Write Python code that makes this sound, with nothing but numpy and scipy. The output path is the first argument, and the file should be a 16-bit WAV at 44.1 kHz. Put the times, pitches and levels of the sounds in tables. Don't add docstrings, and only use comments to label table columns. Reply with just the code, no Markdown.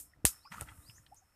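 import sys
import numpy as np
from scipy import signal
from scipy.fft import rfft, irfft
from scipy.io import wavfile
from scipy.ndimage import uniform_filter1d

SR = 44100
rng = np.random.default_rng(int(sys.argv[2]) if len(sys.argv) > 2 else 0)


def master_out(mix):
    frames = np.transpose(np.atleast_2d(mix))
    ceiling = np.clip(frames, -1, 1)
    pcm = np.round(ceiling * 32767).astype(np.int16)
    wavfile.write(sys.argv[1], SR, pcm)


N = 59535
T = np.arange(N) / SR


def amp(db):
    return 10 ** (np.asarray(db) / 20)


def unit(x):
    return x / np.sqrt(np.mean(x ** 2))


def curve(points):
    return amp(np.interp(T, *np.array(points).T))


def fade(age, t60):
    return (age >= 0) * np.exp(-np.log(1000) * np.maximum(age, 0) / t60)


def colour(x, spectrum):
    hz, db = np.array(spectrum).T
    f = np.maximum(np.fft.rfftfreq(N, 1 / SR), 1)
    gain = amp(np.interp(np.log(f), np.log(hz), db))
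    return unit(irfft(rfft(x) * gain, N))


def noise(spectrum):
    return colour(rng.standard_normal(N), spectrum)


def resonate(x, hz, width_hz):
    return signal.lfilter(*signal.iirpeak(hz, hz / width_hz, fs=SR), x)


def narrow_band(x, hz, width_hz):
    return unit(resonate(resonate(x, hz, width_hz), hz, width_hz))


def smear(x, t60):
    echoes = rng.standard_normal(N) * fade(T, t60)
    return signal.fftconvolve(x, echoes / np.linalg.norm(echoes))[:N]


def add(out, start, sound):
    i = int(np.clip(start * SR, 0, N))
    out[i:i + len(sound)] += sound[:N - i]


def bubble(hz, rise, swell, t60):
    age = T[:int((swell + t60) * SR)]
    glide_s = 1.2 * swell
    onset = np.sin(np.pi / 2 * np.minimum(age / swell, 1)) ** 2
    shape = onset * fade(np.maximum(age - swell, 0), t60)
    octaves = rise * glide_s * np.tanh(age / glide_s)
    return shape * np.sin(2 * np.pi * np.cumsum(hz * 2 ** octaves) / SR)


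def tube(x):
    # (frequency [Hz], width [Hz], level [dB])
    hollow_modes = [(924, 52, -0.5), (1218, 40, -2), (1327, 250, 1.5), (1727, 62, -3.5), (1925, 57, -4.5),
                    (2490, 85, -10), (2820, 33, -12.5)]
    return unit(sum(amp(db) * resonate(x, hz, width) for hz, width, db in hollow_modes))


def clicks():
    # (time [s], level [dB], extra level of the low modes [dB], extra level of the tail [dB])
    contacts = [(-.02, -20.5, -3.5, -3.5), (0.2521, 0, 2.5, -1.5), (0.6104, -20.5, 4, -9),
                (0.6244, -33.5, -20, -29), (1.145, -44.5, -24, -0.5)]
    # (frequency [Hz], level [dB], t60 [s])
    modes = [(949.4, -4.5, 0.0024), (1843, -9, 0.0049), (2500, -12, 0.0055), (3430, -22.5, 0.011),
             (7200, -18.5, 0.018), (8290, 0, 0.0047), (8770, 2.5, 0.0033), (9410, 3.5, 0.0047),
             (10060, -12, 0.012), (12210, -6, 0.0073), (13330, -12, 0.0062)]
    # (frequency [Hz], relative level [dB])
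    wash_spectrum = [(500, -23), (1200, -9.5), (2400, -7.5), (4000, -4), (6300, 0.5), (9000, 5),
                     (14500, -1.5)]
    ring_db, tail_db, late_db = -5, -25, -28
    attack_s, hold_s = 0.00026, 0.015
    low_t60_s, high_t60_s, late_t60_s = 0.088, 0.14, 0.32
    split_hz = 6200

    out, wash = np.zeros(N), noise(wash_spectrum)
    low = signal.sosfiltfilt(signal.butter(2, split_hz, fs=SR, output="sos"), wash)
    for start, db, extra_low_db, extra_tail_db in contacts:
        age = np.maximum(T - start, 0)
        attack = 1 - np.exp(-age / attack_s)
        ring = np.zeros(N)
        for hz, mode_db, t60 in modes:
            gain = amp(mode_db + extra_low_db * (hz < split_hz))
            ring += gain * fade(age, t60) * np.sin(2 * np.pi * hz * age)
        late = np.maximum(age - hold_s, 0)
        tail = low * fade(late, low_t60_s) + (wash - low) * fade(late, high_t60_s)
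        tail += amp(late_db) * wash * fade(late, late_t60_s)
        out += amp(db) * attack * (amp(ring_db) * ring + amp(tail_db + extra_tail_db) * tail)
    return out


def garden():
    # (time [s], level [dB])
    insect_level = [(.12, -78), (.2, -100), (.33, -65), (.48, -75.5), (.7, -82)]
    # (time [s], level [dB])
    hiss_level = [(0, -43), (.11, -77.5), (.2, -96.5), (.36, -63.5), (.495, -77.5), (.522, -60.5),
                  (.6, -58), (.67, -65.5), (.78, -63), (.9, -62.5), (1.1, -76.5), (1.33, -80)]
    # (frequency [Hz], relative level [dB])
    hiss_spectrum = [(2000, -25.5), (4500, -23), (6500, -8), (8800, 3), (11000, -3), (14500, -2.5)]
    # (frequency [Hz], relative level [dB])
    air_spectrum = [(25, -1.5), (85, 3.5), (250, -14), (900, -12.5), (1900, -17), (3500, -27)]
    air_db = -74.5
    shrill = narrow_band(rng.standard_normal(N), hz=5340, width_hz=250)
    hiss = curve(hiss_level) * noise(hiss_spectrum)
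    return curve(insect_level) * shrill + hiss + amp(air_db) * noise(air_spectrum)


def stream():
    # (time [s], level [dB])
    flow = [(.24, -83.5), (.33, -62.5), (.43, -79.5), (.505, -76), (.523, -47), (.555, -55.5), (.62, -56.5),
            (.655, -70.5), (.688, -58), (.74, -69.5), (1.1, -81.5)]
    # (frequency [Hz], relative level [dB])
    spray_spectrum = [(300, -17), (700, -0.5), (1500, -2), (3000, -9), (4500, -10), (7000, 16),
                      (14000, 1.5)]
    # (time [s], level [dB])
    gurgle_level = [(.03, -64.5), (.12, -78.5), (.186, -63.5), (.33, -68), (.495, -76), (.59, -51.5),
                    (.68, -61), (.85, -65), (1.06, -70), (1.14, -67.5), (1.23, -84)]
    # (frequency [Hz], relative level [dB])
    gurgle_spectrum = [(25, -8.5), (70, 9), (235, -11), (305, -3), (370, -19), (700, -15.5), (1500, -50.5)]
    drops_per_s, drop_spread_db = 1100, 2
    spray_db, spray_t60_s = -11.5, 0.02
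    fizz_count, fizz_low_hz, fizz_high_hz, fizz_db = 200, 898, 2850, -4.5
    fizz_rise, fizz_swell_cycles, fizz_t60_cycles = 6.6, 2, 28

    hits = (rng.random(N) < drops_per_s / SR) * rng.choice([-1, 1], N)
    drops = hits * amp(drop_spread_db * rng.standard_normal(N))
    fizz = np.zeros(N)
    for when, size, strength in rng.random((fizz_count, 3)):
        hz = fizz_low_hz * (fizz_high_hz / fizz_low_hz) ** size
        ring = bubble(hz, fizz_rise, fizz_swell_cycles / hz, fizz_t60_cycles / hz)
        add(fizz, when * N / SR, strength * ring)
    spray = colour(smear(drops, spray_t60_s), spray_spectrum)
    splash = tube(drops) + amp(spray_db) * spray + amp(fizz_db) * unit(fizz)
    return curve(flow) * splash + curve(gurgle_level) * noise(gurgle_spectrum)


def drips():
    # (time [s], level [dB], starting pitch [Hz], initial rise [octaves/s], t60 [s])
    plinks = [(0.134, -56.5, 1970, -26, 0.012), (0.284, -54.5, 1267, 7, 0.033),
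              (0.447, -53, 854, 6.5, 0.027), (0.453, -43.5, 1033, 16.5, 0.033),
              (.472, -53.5, 1300, 24, 0.014), (0.503, -49, 113, 47, 0.065), (0.557, -53, 208.4, -2, 0.082),
              (.5797, -37.5, 1440, -62, 0.016), (.619, -33, 594, 49, 0.003),
              (.685, -55.5, 3180, 7.5, 0.025), (.98, -55.5, 1784, 4, 0.013), (1.063, -62, 1795, 0, 0.016),
              (1.11, -50.5, 554, 37.5, 0.061), (1.212, -66.5, 725, 6, 0.05)]
    # (time [s], level [dB], centre [Hz], width of each resonance [Hz])
    slaps_and_tick = [(0.4514, -64.5, 2470, 347), (0.5195, -43, 2230, 970), (0.625, -47, 1150, 400),
                      (0.673, -53, 1600, 1110), (.686, -50.5, 2090, 780), (0.717, -56.5, 1070, 700),
                      (0.8975, -50.5, 2700, 630), (1.064, -60.5, 3320, 1730)]
    swell_share = 0.28
    slap_t60_s, slap_ring_db = 0.039, -8.5
    echo_db, echo_t60_s = -6.5, 0.047

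    out = np.zeros(N)
    for start, db, hz, rise, t60 in plinks:
        add(out, start, amp(db) * bubble(hz, rise, swell_share * t60, t60))
    wet = rng.standard_normal(N) + amp(slap_ring_db) * tube(rng.standard_normal(N))
    for start, db, hz, width in slaps_and_tick:
        out += amp(db) * fade(T - start, slap_t60_s) * narrow_band(wet, hz, width)
    return out + amp(echo_db) * smear(out, echo_t60_s)


def knock():
    start_s, level_db, final_hz, t60_s = 0.2454, -23.5, 53, 0.096
    sag, sag_s = 0.82, 0.0082
    push_s = 0.00066
    out = np.zeros(N)
    phase = np.cumsum(final_hz * (1 + sag * np.exp(-T / sag_s))) / SR
    push = 2 * amp(-4.5) * np.exp(-(T / push_s - 2) ** 2)
    onset = np.tanh(T / push_s / 2) ** 2
    ring = onset * np.sin(2 * np.pi * phase) * fade(T, t60_s)
    add(out, start_s, amp(level_db) * (ring - push))
    return out


def bird():
    # (time after its start [s], pitch [Hz], relative level [dB])
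    contour = [(0, 3544, -20), (.04, 4084, -11), (.054, 4630, -2.5), (0.091, 5240, 3.5), (.122, 5530, -15),
               (.153, 6500, 2), (0.167, 7000, 0.5), (.19, 7100, -25)]
    # (time [s], level [dB])
    whistles = [(0.386, -65.5), (0.81, -63)]
    # (time [s], starting pitch [Hz], level [dB])
    chips = [(1.158, 6320, -62)]
    chip_s, chip_rise_hz = 0.034, 647
    waver_share, waver_growth = 0.0617, 3.3
    trees_t60_s, trees_db = 0.16, 1

    out = np.zeros(N)
    times, pitch, level = np.array(contour).T
    waver = waver_share * unit(uniform_filter1d(rng.standard_normal(N), size=30))

    def voice(hz):
        wavering_hz = hz * (1 + waver * (hz / pitch.max()) ** waver_growth)
        return np.sin(2 * np.pi * np.cumsum(wavering_hz) / SR)

    for start, db in whistles:
        age = T - start
        sounding = (age > 0) * (age < times[-1])
        gain = amp(db + np.interp(age, times, level))
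        out += sounding * gain * voice(np.interp(age, times, pitch))
    for start, hz, db in chips:
        part = np.clip((T - start) / chip_s, 0, 1)
        out += amp(db) * np.sin(np.pi * part) * voice(hz + chip_rise_hz * part)
    return out + amp(trees_db) * smear(out, trees_t60_s)


def glugs():
    # (time [s], level [dB], starting pitch [Hz], t60 [s])
    gulps = [(0.612, -37.5, 154, 0.04), (.638, -50, 116, 0.059), (0.674, -49.5, 119.5, 0.19),
             (0.713, -45.5, 123, 0.075), (0.78, -47, 150, 0.067), (.886, -50.5, 192, 0.085),
             (.993, -54.5, 177, 0.077)]
    swell_s, fall = 0.00917, 76
    out = np.zeros(N)
    for start, db, hz, t60 in gulps:
        add(out, start, amp(db) * bubble(hz, -fall, swell_s, t60))
    return out


def scene():
    return (clicks() + garden() + stream() + drips() + knock() + bird() + glugs())[None]


def record(dry):
    top_hz, ripple_db, stop_db = 14250, 0.2, 60
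    return signal.sosfilt(signal.ellip(8, ripple_db, stop_db, top_hz, fs=SR, output="sos"), dry)


dry = scene()
out = record(dry)
master_out(out)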